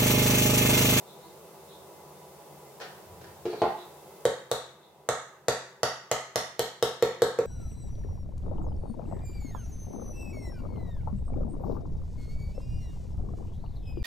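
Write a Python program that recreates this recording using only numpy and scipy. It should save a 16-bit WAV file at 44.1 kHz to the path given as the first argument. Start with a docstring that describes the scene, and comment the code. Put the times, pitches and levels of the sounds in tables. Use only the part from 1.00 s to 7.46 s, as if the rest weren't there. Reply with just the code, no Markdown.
"""A bare, boxy workroom has a quiet fan-like hum and hiss, with faint high chirps in the distance.
Fingers rub on wood, a forearm slides off the workbench, and a small mallet bumps as it is picked up.
Twelve taps then drive a plywood peg into its slot: each thumps the bench, rings the wood and makes the
tight joint rasp. The room rings on after each tap, and the hum and hiss grow quieter.
The last tap is dull: the peg is home."""
import sys
import numpy as np
from scipy import signal
from scipy.fft import rfft, irfft
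from scipy.io import wavfile
from scipy.ndimage import uniform_filter1d

SR = 44100
rng = np.random.default_rng(int(sys.argv[2]) if len(sys.argv) > 2 else 0)


def wav_out(sig):
    """Save sig, one row per channel (or a flat mono array), as 16-bit PCM at SR to the path in sys.argv[1]."""
    wavfile.write(sys.argv[1], SR, np.round(np.clip(np.atleast_2d(sig).T, -1, 1) * 32767).astype(np.int16))


N = 284886
T = np.arange(N) / SR
HIT_T, TAIL_T = T[:SR // 4], T[:32768]  # time in seconds within one hit, and within the room's ring

# mallet taps: t/s, strength/dB, slip of the peg (0 to 1), hardness of the contact/dB
TAPS = [(3.2528, 2.5, 0.2, -3.5), (3.5141, -1.5, 0.47, 3), (4.0886, 0, 0.67, -6), (4.483, 2.5, 0.61, -3.5),
        (4.8315, 0.2, .93, -2), (5.114, -0.5, 0.86, -0.5), (5.3577, -2, 0.94, 3), (5.5931, -1, 0.44, 5.5),
        (5.8255, 2, 0.34, 2.5), (6.0243, 3, 0.17, -1.5), (6.2195, 4, 0.21, -0.5), (6.3876, -1, 0.08, -10.5)]
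# deep tones of the bench frame: f/Hz, relative level/dB, fade time/s
BENCH_TONES = [(82.6, -4, 0.057), (138.4, 3, 0.031), (278, 1, 0.025)]
# the room's wash of echoes: f/Hz, gain/dB, fade time/s, stereo width/dB
ROOM_WASH = [(76, -7, 0.22, -16), (270, 3, 0.37, -14.5), (524, 2.5, 0.37, -10.5), (1040, 4, 0.53, -6.5),
             (1920, 5, 0.66, -2), (3800, 5, 0.5, 0), (6550, -0.5, 0.5, 0.5), (11100, -2, 0.34, 0),
             (15800, -3, 0.17, 1)]


def amp(db):
    """Turn decibels into a factor to multiply by."""
    return 10 ** (np.asarray(db) / 20)


def fade(t, t60):
    """Die away by 60 dB in t60 seconds, the fade time."""
    return np.exp(-np.log(1000) * t / t60)


def unit(x):
    """Scale a hit to the energy of 10 ms at full level."""
    return x / np.sqrt(np.mean(np.sum(x ** 2, axis=-1)) / (SR / 100))


def add(out, start_s, x):
    """Mix x into out, beginning at start_s."""
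    i = max(int(start_s * SR), 0)
    out[:, i:i + x.shape[-1]] += x[..., :N - i]


def look_up(hz, table, column=1):
    """Read a table between its rows, on a scale where all octaves are equally wide."""
    table = np.array(table)
    return np.interp(np.log(hz + 1), np.log(table[:, 0]), table[:, column])


def noise(size, shape, side_db):
    """Stereo noise of strength 1, coloured by shape(Hz); a higher side_db sounds wider."""
    hz = np.fft.rfftfreq(size, 1 / SR) + 1
    mid, side = irfft(rfft(rng.standard_normal((2, size))) * shape(hz), size)
    x = mid + amp(side_db) * side * np.array([[1], [-1]])
    return x / x.std()


def band(size, hz, width, side_db):
    """Noise in a steep-sided band around hz, width Hz wide."""
    return noise(size, lambda f: 1 / np.sqrt(1 + ((f * f - hz * hz) / (f * width)) ** 6), side_db)


def hum_and_hiss():
    """A low rush, wavering hum tones and a wide, smooth hiss; all grow quieter once the taps begin."""
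    # colour of the rush and hiss: f/Hz, relative level/dB
    colour = [(18, -62), (30, -59), (86, -7), (118, -31), (149, -5), (280, -17), (328, -5.5), (394, -4),
              (499, -4), (988, -10.5), (1630, -24.5), (2010, -26), (3670, -28), (14800, -27.5),
              (16000, -29)]
    # hum tones: f/Hz, relative level/dB
    hum_tones = [(145.3, -61), (193.8, -65), (393.0, -60), (839.8, -61.5), (979.8, -62), (2056, -72.5),
                 (2638, -76), (3618, -76)]
    rush = noise(N, lambda f: amp(look_up(f, colour)), side_db=0)
    side_gain = amp(look_up(np.fft.rfftfreq(N, 1 / SR), ROOM_WASH, column=3))
    side = irfft(rfft(rush[0]) * side_gain, N)
    out = amp(-51) * (rush[1] + side * np.array([[1], [-1]]))
    for hz, db in hum_tones:
        out += amp(db - 2.5) * band(N, hz, width=22, side_db=-10)
    low = signal.sosfiltfilt(signal.butter(2, 4500, fs=SR, output="sos"), out)
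    hiss = out - low
    # with each tap the level sinks by a share of the way left to its full drop
    share, sink_s, low_drop_db, hiss_drop_db = 0.61, 0.08, -8.5, -14
    taps_so_far = np.searchsorted([tap[0] + sink_s / 2 for tap in TAPS], T)
    sunk = uniform_filter1d(1 - (1 - share) ** taps_so_far, size=int(sink_s * SR))
    return low * amp(low_drop_db * sunk) + hiss * amp(hiss_drop_db * sunk)


def chirps():
    """Soft, blurred whistles far in the background."""
    # whistles: t/s, level/dB, f/Hz
    whistles = [(0.041, -62, 3760), (0.185, -64.5, 3930), (0.662, -60.5, 3700), (2.46, -57, 4260),
                (2.56, -53.5, 4000), (2.745, -57.5, 3700), (3.775, -67, 3740)]
    out, size = np.zeros((2, N)), int(0.11 * SR)
    for s, db, hz in whistles:
        whistle = band(SR // 4, hz, width=650, side_db=-2)[:, :size]
        add(out, s, amp(db) * np.hanning(size) * whistle)
    return out


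def slide(bands, rise, t60):
    """One surface slides over another: grainy noise that swells for rise seconds, then fades."""
    t, grain_samples = T[:SR // 2], 144
    grain = uniform_filter1d(rng.standard_normal(len(t)), grain_samples) * np.sqrt(grain_samples)
    swell = np.minimum(t / rise, 1) * fade(np.maximum(t - rise, 0), t60)
    friction = sum(amp(db) * band(len(t), hz, width, look_up(hz, ROOM_WASH, column=3))
                   for hz, width, db in bands)
    return amp(3 * grain) * swell * friction


def rubs():
    """Skin and plywood rub briefly on wood; the forearm slides off the bench with a low rumble."""
    # rubbing strokes: t/s, level/dB, rise time/s, fade time/s
    strokes = [(1.796, -43.5, 0.023, 0.05), (2.21, -55.5, .004, .05), (2.241, -53, .001, .042),
               (2.456, -55, 0.0054, 0.59), (2.786, -60, 0.0025, 0.098)]
    # noise bands of a rub: f/Hz, width/Hz, relative level/dB
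    rub_bands = [(680, 730, -0.5), (1555, 430, -1), (3430, 4100, 0)]
    out = np.zeros((2, N))
    for s, db, rise, t60 in strokes:
        add(out, s, amp(db) * slide(rub_bands, rise, t60))
    arm_s, arm_hz, arm_width_hz, arm_db = 2.054, 83, 31, -51
    add(out, arm_s, slide([(arm_hz, arm_width_hz, arm_db)], rise=0.014, t60=1.3))
    return out


def ring(tones):
    """A struck object rings with its own tones; each builds up over its first cycle, then fades."""
    out = 0
    for hz, db, t60 in tones:
        build_up = 1 - np.exp(-3 * hz * HIT_T)
        out += amp(db) * unit(np.sin(2 * np.pi * hz * HIT_T) * build_up * fade(HIT_T, t60))
    return unit(out)


def crackle(hz, width, rise, t60, side_db):
    """Wood fibres crackle: noise that swells within a millisecond or so and dies fast."""
    swell = 1 - np.exp(-HIT_T / rise)
    return unit(band(len(HIT_T), hz, width, side_db) * swell * fade(HIT_T, t60))


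def mallet_bumps():
    """As it is picked up, the mallet knocks on the bench and bounces twice, ever sooner and weaker."""
    # knocks: t/s, level/dB, favoured f/Hz (lower for a softer contact), change per bounce/dB
    knocks = [(2.4543, -29, 350, -21), (2.531, -35, 520, -18), (2.6178, -21.5, 612, -4)]
    # tones of the mallet: f/Hz, relative level/dB, fade time/s
    mallet_tones = [(359.3, 11, 0.33), (427, 14.5, 0.074), (524, 5.5, 0.077), (684, 10, 0.06),
                    (790, 9, 0.031), (847, 5, 0.091), (1020, -13, 0.019), (990, 3, 0.053),
                    (1345, 2.5, 0.022), (1850, 3, 0.011)]
    first_gap_s, gap_shrink, bounce_brightening = 0.0183, 0.63, 1.39
    out, frame = np.zeros((2, N)), amp(-19.5) * ring(BENCH_TONES)
    for s, db, first_hz, bounce_db in knocks:
        tick = crackle(1530, 4400, rise=0.00038, t60=0.028, side_db=-4)
        add(out, s, amp(db - 18.5) * tick)
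        for bounce in range(3):
            favoured_hz = first_hz * (bounce_brightening if bounce else 1)
            # tones lose 11 dB for each octave away from the favoured pitch
            tones = [(hz, tone_db - 11 * abs(np.log2(hz / favoured_hz)), t60)
                     for hz, tone_db, t60 in mallet_tones]
            add(out, s, -amp(db + bounce * bounce_db) * (ring(tones) + frame))
            s += first_gap_s * gap_shrink ** bounce
    return out


def mallet_taps():
    """The mallet meets the peg, the peg slips into its slot, and the bench takes the blow."""
    # tones of the knocked wood: f/Hz, relative level/dB, fade time/s
    wood_tones = [(662, 11, 0.012), (776, 2, 0.013), (895, 4, 0.048), (1109, 4.5, 0.024), (1291, 0, 0.025),
                  (1420, -30, 0.04), (1570, -1.5, 0.0076), (1704, -17, 0.049), (2003, -6, 0.0028)]
    # tones of the peg: f/Hz, relative level/dB, fade time/s
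    peg_tones = [(3270, -6, 0.0044), (3770, -5.5, 0.025), (4075, -13, 0.013), (4220, -8.5, 0.0077),
                 (4700, -25, 0.01)]
    wood, peg, frame = ring(wood_tones), ring(peg_tones), ring(BENCH_TONES)
    out = np.zeros((2, N))
    depth, full_travel = 0, sum(tap[2] for tap in TAPS)
    seated_s, thump_hz = 5.5, 522.3
    for s, db, slip, hard_db in TAPS:
        pitch = 0.939 if s > seated_s else 1  # thump and rasp drop once the peg reaches the bench
        # the bench top takes a cycle or two to get moving; a slipping peg softens its thump
        bench_top = unit(ring([(thump_hz * pitch, 0, 0.019)]) * (1 - np.exp(-HIT_T / 0.0027)))
        thump = amp(-22 - 17.5 * slip) * bench_top
        knock = amp(-30.5 + 4 * slip) * wood
        add(out, s + 0.0006, -amp(db) * (thump + knock + amp(-40.5) * frame))
        # a hard contact ticks and rings the peg, which rings less the deeper it sits
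        splinter = crackle(3950, 1070, rise=0.00019, t60=0.014, side_db=-5)
        snap = amp(-37 - 5.5 * depth) * (amp(-0.5) * peg + splinter)
        tick = amp(-44 + 8.5 * slip) * crackle(10600, 5600, rise=0.000093, t60=0.009, side_db=-1)
        add(out, s + 0.0004, amp(db + hard_db) * (snap + tick))
        add_joint_rasp(out, s, db, slip, pitch)
        depth += slip / full_travel
    return out


def add_joint_rasp(out, s, db, slip, pitch):
    """The tight joint cracks and crushes fibres as the peg slips in two jerks; more slip is louder."""
    gain = amp(db - 30) * slip ** 0.77
    crack = amp(-1) * crackle(1490, 850, rise=0.00015, t60=0.012, side_db=-8.5)
    fibres = amp(-3.5) * crackle(5200, 5500, rise=0.00021, t60=0.018, side_db=-4)
    add(out, s + 0.00016, gain * (crack + fibres))
    jerk_hz = pitch * (7130 - 2150 * slip ** 5)  # only the longest slips pull the pitch down
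    for delay_s in (0.0005, 0.0018):
        jerk = amp(-2.5) * crackle(jerk_hz, 2300, rise=0.0001, t60=0.0092, side_db=3.5)
        add(out, s + delay_s, gain * jerk)


def echo_wash(edges_hz):
    """Countless late echoes blend; each band between two edges has its own fade time and stereo width."""
    out, build_up = 0, np.clip(TAIL_T / 0.0079, 0, 1) ** 2
    for lo, hi in zip(edges_hz, edges_hz[1:]):
        db, t60, side_db = (look_up(np.sqrt(lo * hi), ROOM_WASH, column) for column in (1, 2, 3))
        tail = noise(len(TAIL_T), lambda f: (f >= lo) & (f < hi), side_db) * fade(TAIL_T, t60) * build_up
        energy = np.mean(np.sum(tail ** 2, axis=1))
        out += amp(db) * tail * np.sqrt(2 * (hi - lo) / SR / energy)
    return out


def room(dry):
    """Near surfaces answer first; then the room's own tones and a wash of echoes ring on."""
    # first echoes: delay/s, gain/dB
    first_echoes = [(.006, -3.5), (.0076, -9)]
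    # tones of waves trapped between the walls: f/Hz, gain/dB, fade time/s
    room_tones = [(130, 11.5, 0.61), (177.4, 18.5, 0.56), (212.4, 5.5, 0.59), (290, -2, 1),
                  (354.7, 5.5, 0.93), (392.7, -1.5, 0.95), (449, 8.5, 0.3), (469, 8, 0.15), (498.5, -1, 1),
                  (557.5, 12.5, 0.2), (617, 14, 0.28), (652, 0.5, 1), (820, -3.5, 0.54), (1063, -11, 0.66),
                  (1240, 16.5, 0.65)]
    low_edges_hz, high_edges_hz = np.geomspace(60, 2000, 12), np.geomspace(2000, 17000, 11)
    response = echo_wash(low_edges_hz)
    response[:, 0] += 1  # the sound that arrives directly
    for hz, db, t60 in room_tones:
        gain = amp(db) * 2 * np.log(1000) / (t60 * SR)
        response += gain * np.cos(2 * np.pi * hz * TAIL_T) * fade(TAIL_T, t60)
    blur_s = 0.000035  # rough surfaces blur the echo and return little treble
    for delay_s, db in first_echoes:
        blur = np.exp(-0.5 * ((TAIL_T - delay_s) / blur_s) ** 2)
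        response += amp(db) * blur / blur.sum()
    out = signal.fftconvolve(dry, response, axes=1)[:, :N]
    # hand and mallet move between taps, so the treble scatters anew each time
    cuts = [0] + [int((tap[0] - 0.01) * SR) for tap in TAPS] + [N]
    for start, end in zip(cuts, cuts[1:]):
        add(out, start / SR, signal.fftconvolve(dry[:, start:end], echo_wash(high_edges_hz), axes=1))
    return out


def scene():
    """Chirps, rubs, bumps and taps sound through the room, over the hum and hiss."""
    return hum_and_hiss() + room(chirps() + rubs() + mallet_bumps() + mallet_taps())


def record(dry):
    """The microphone loses the deep bass and the very top."""
    bass_cut = signal.butter(7, 58, "high", fs=SR, output="sos")
    top_cut = signal.ellip(10, 0.2, 80, 16000, fs=SR, output="sos")
    return signal.sosfilt(top_cut, signal.sosfilt(bass_cut, dry))


dry = scene()
out = record(dry)
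wav_out(out)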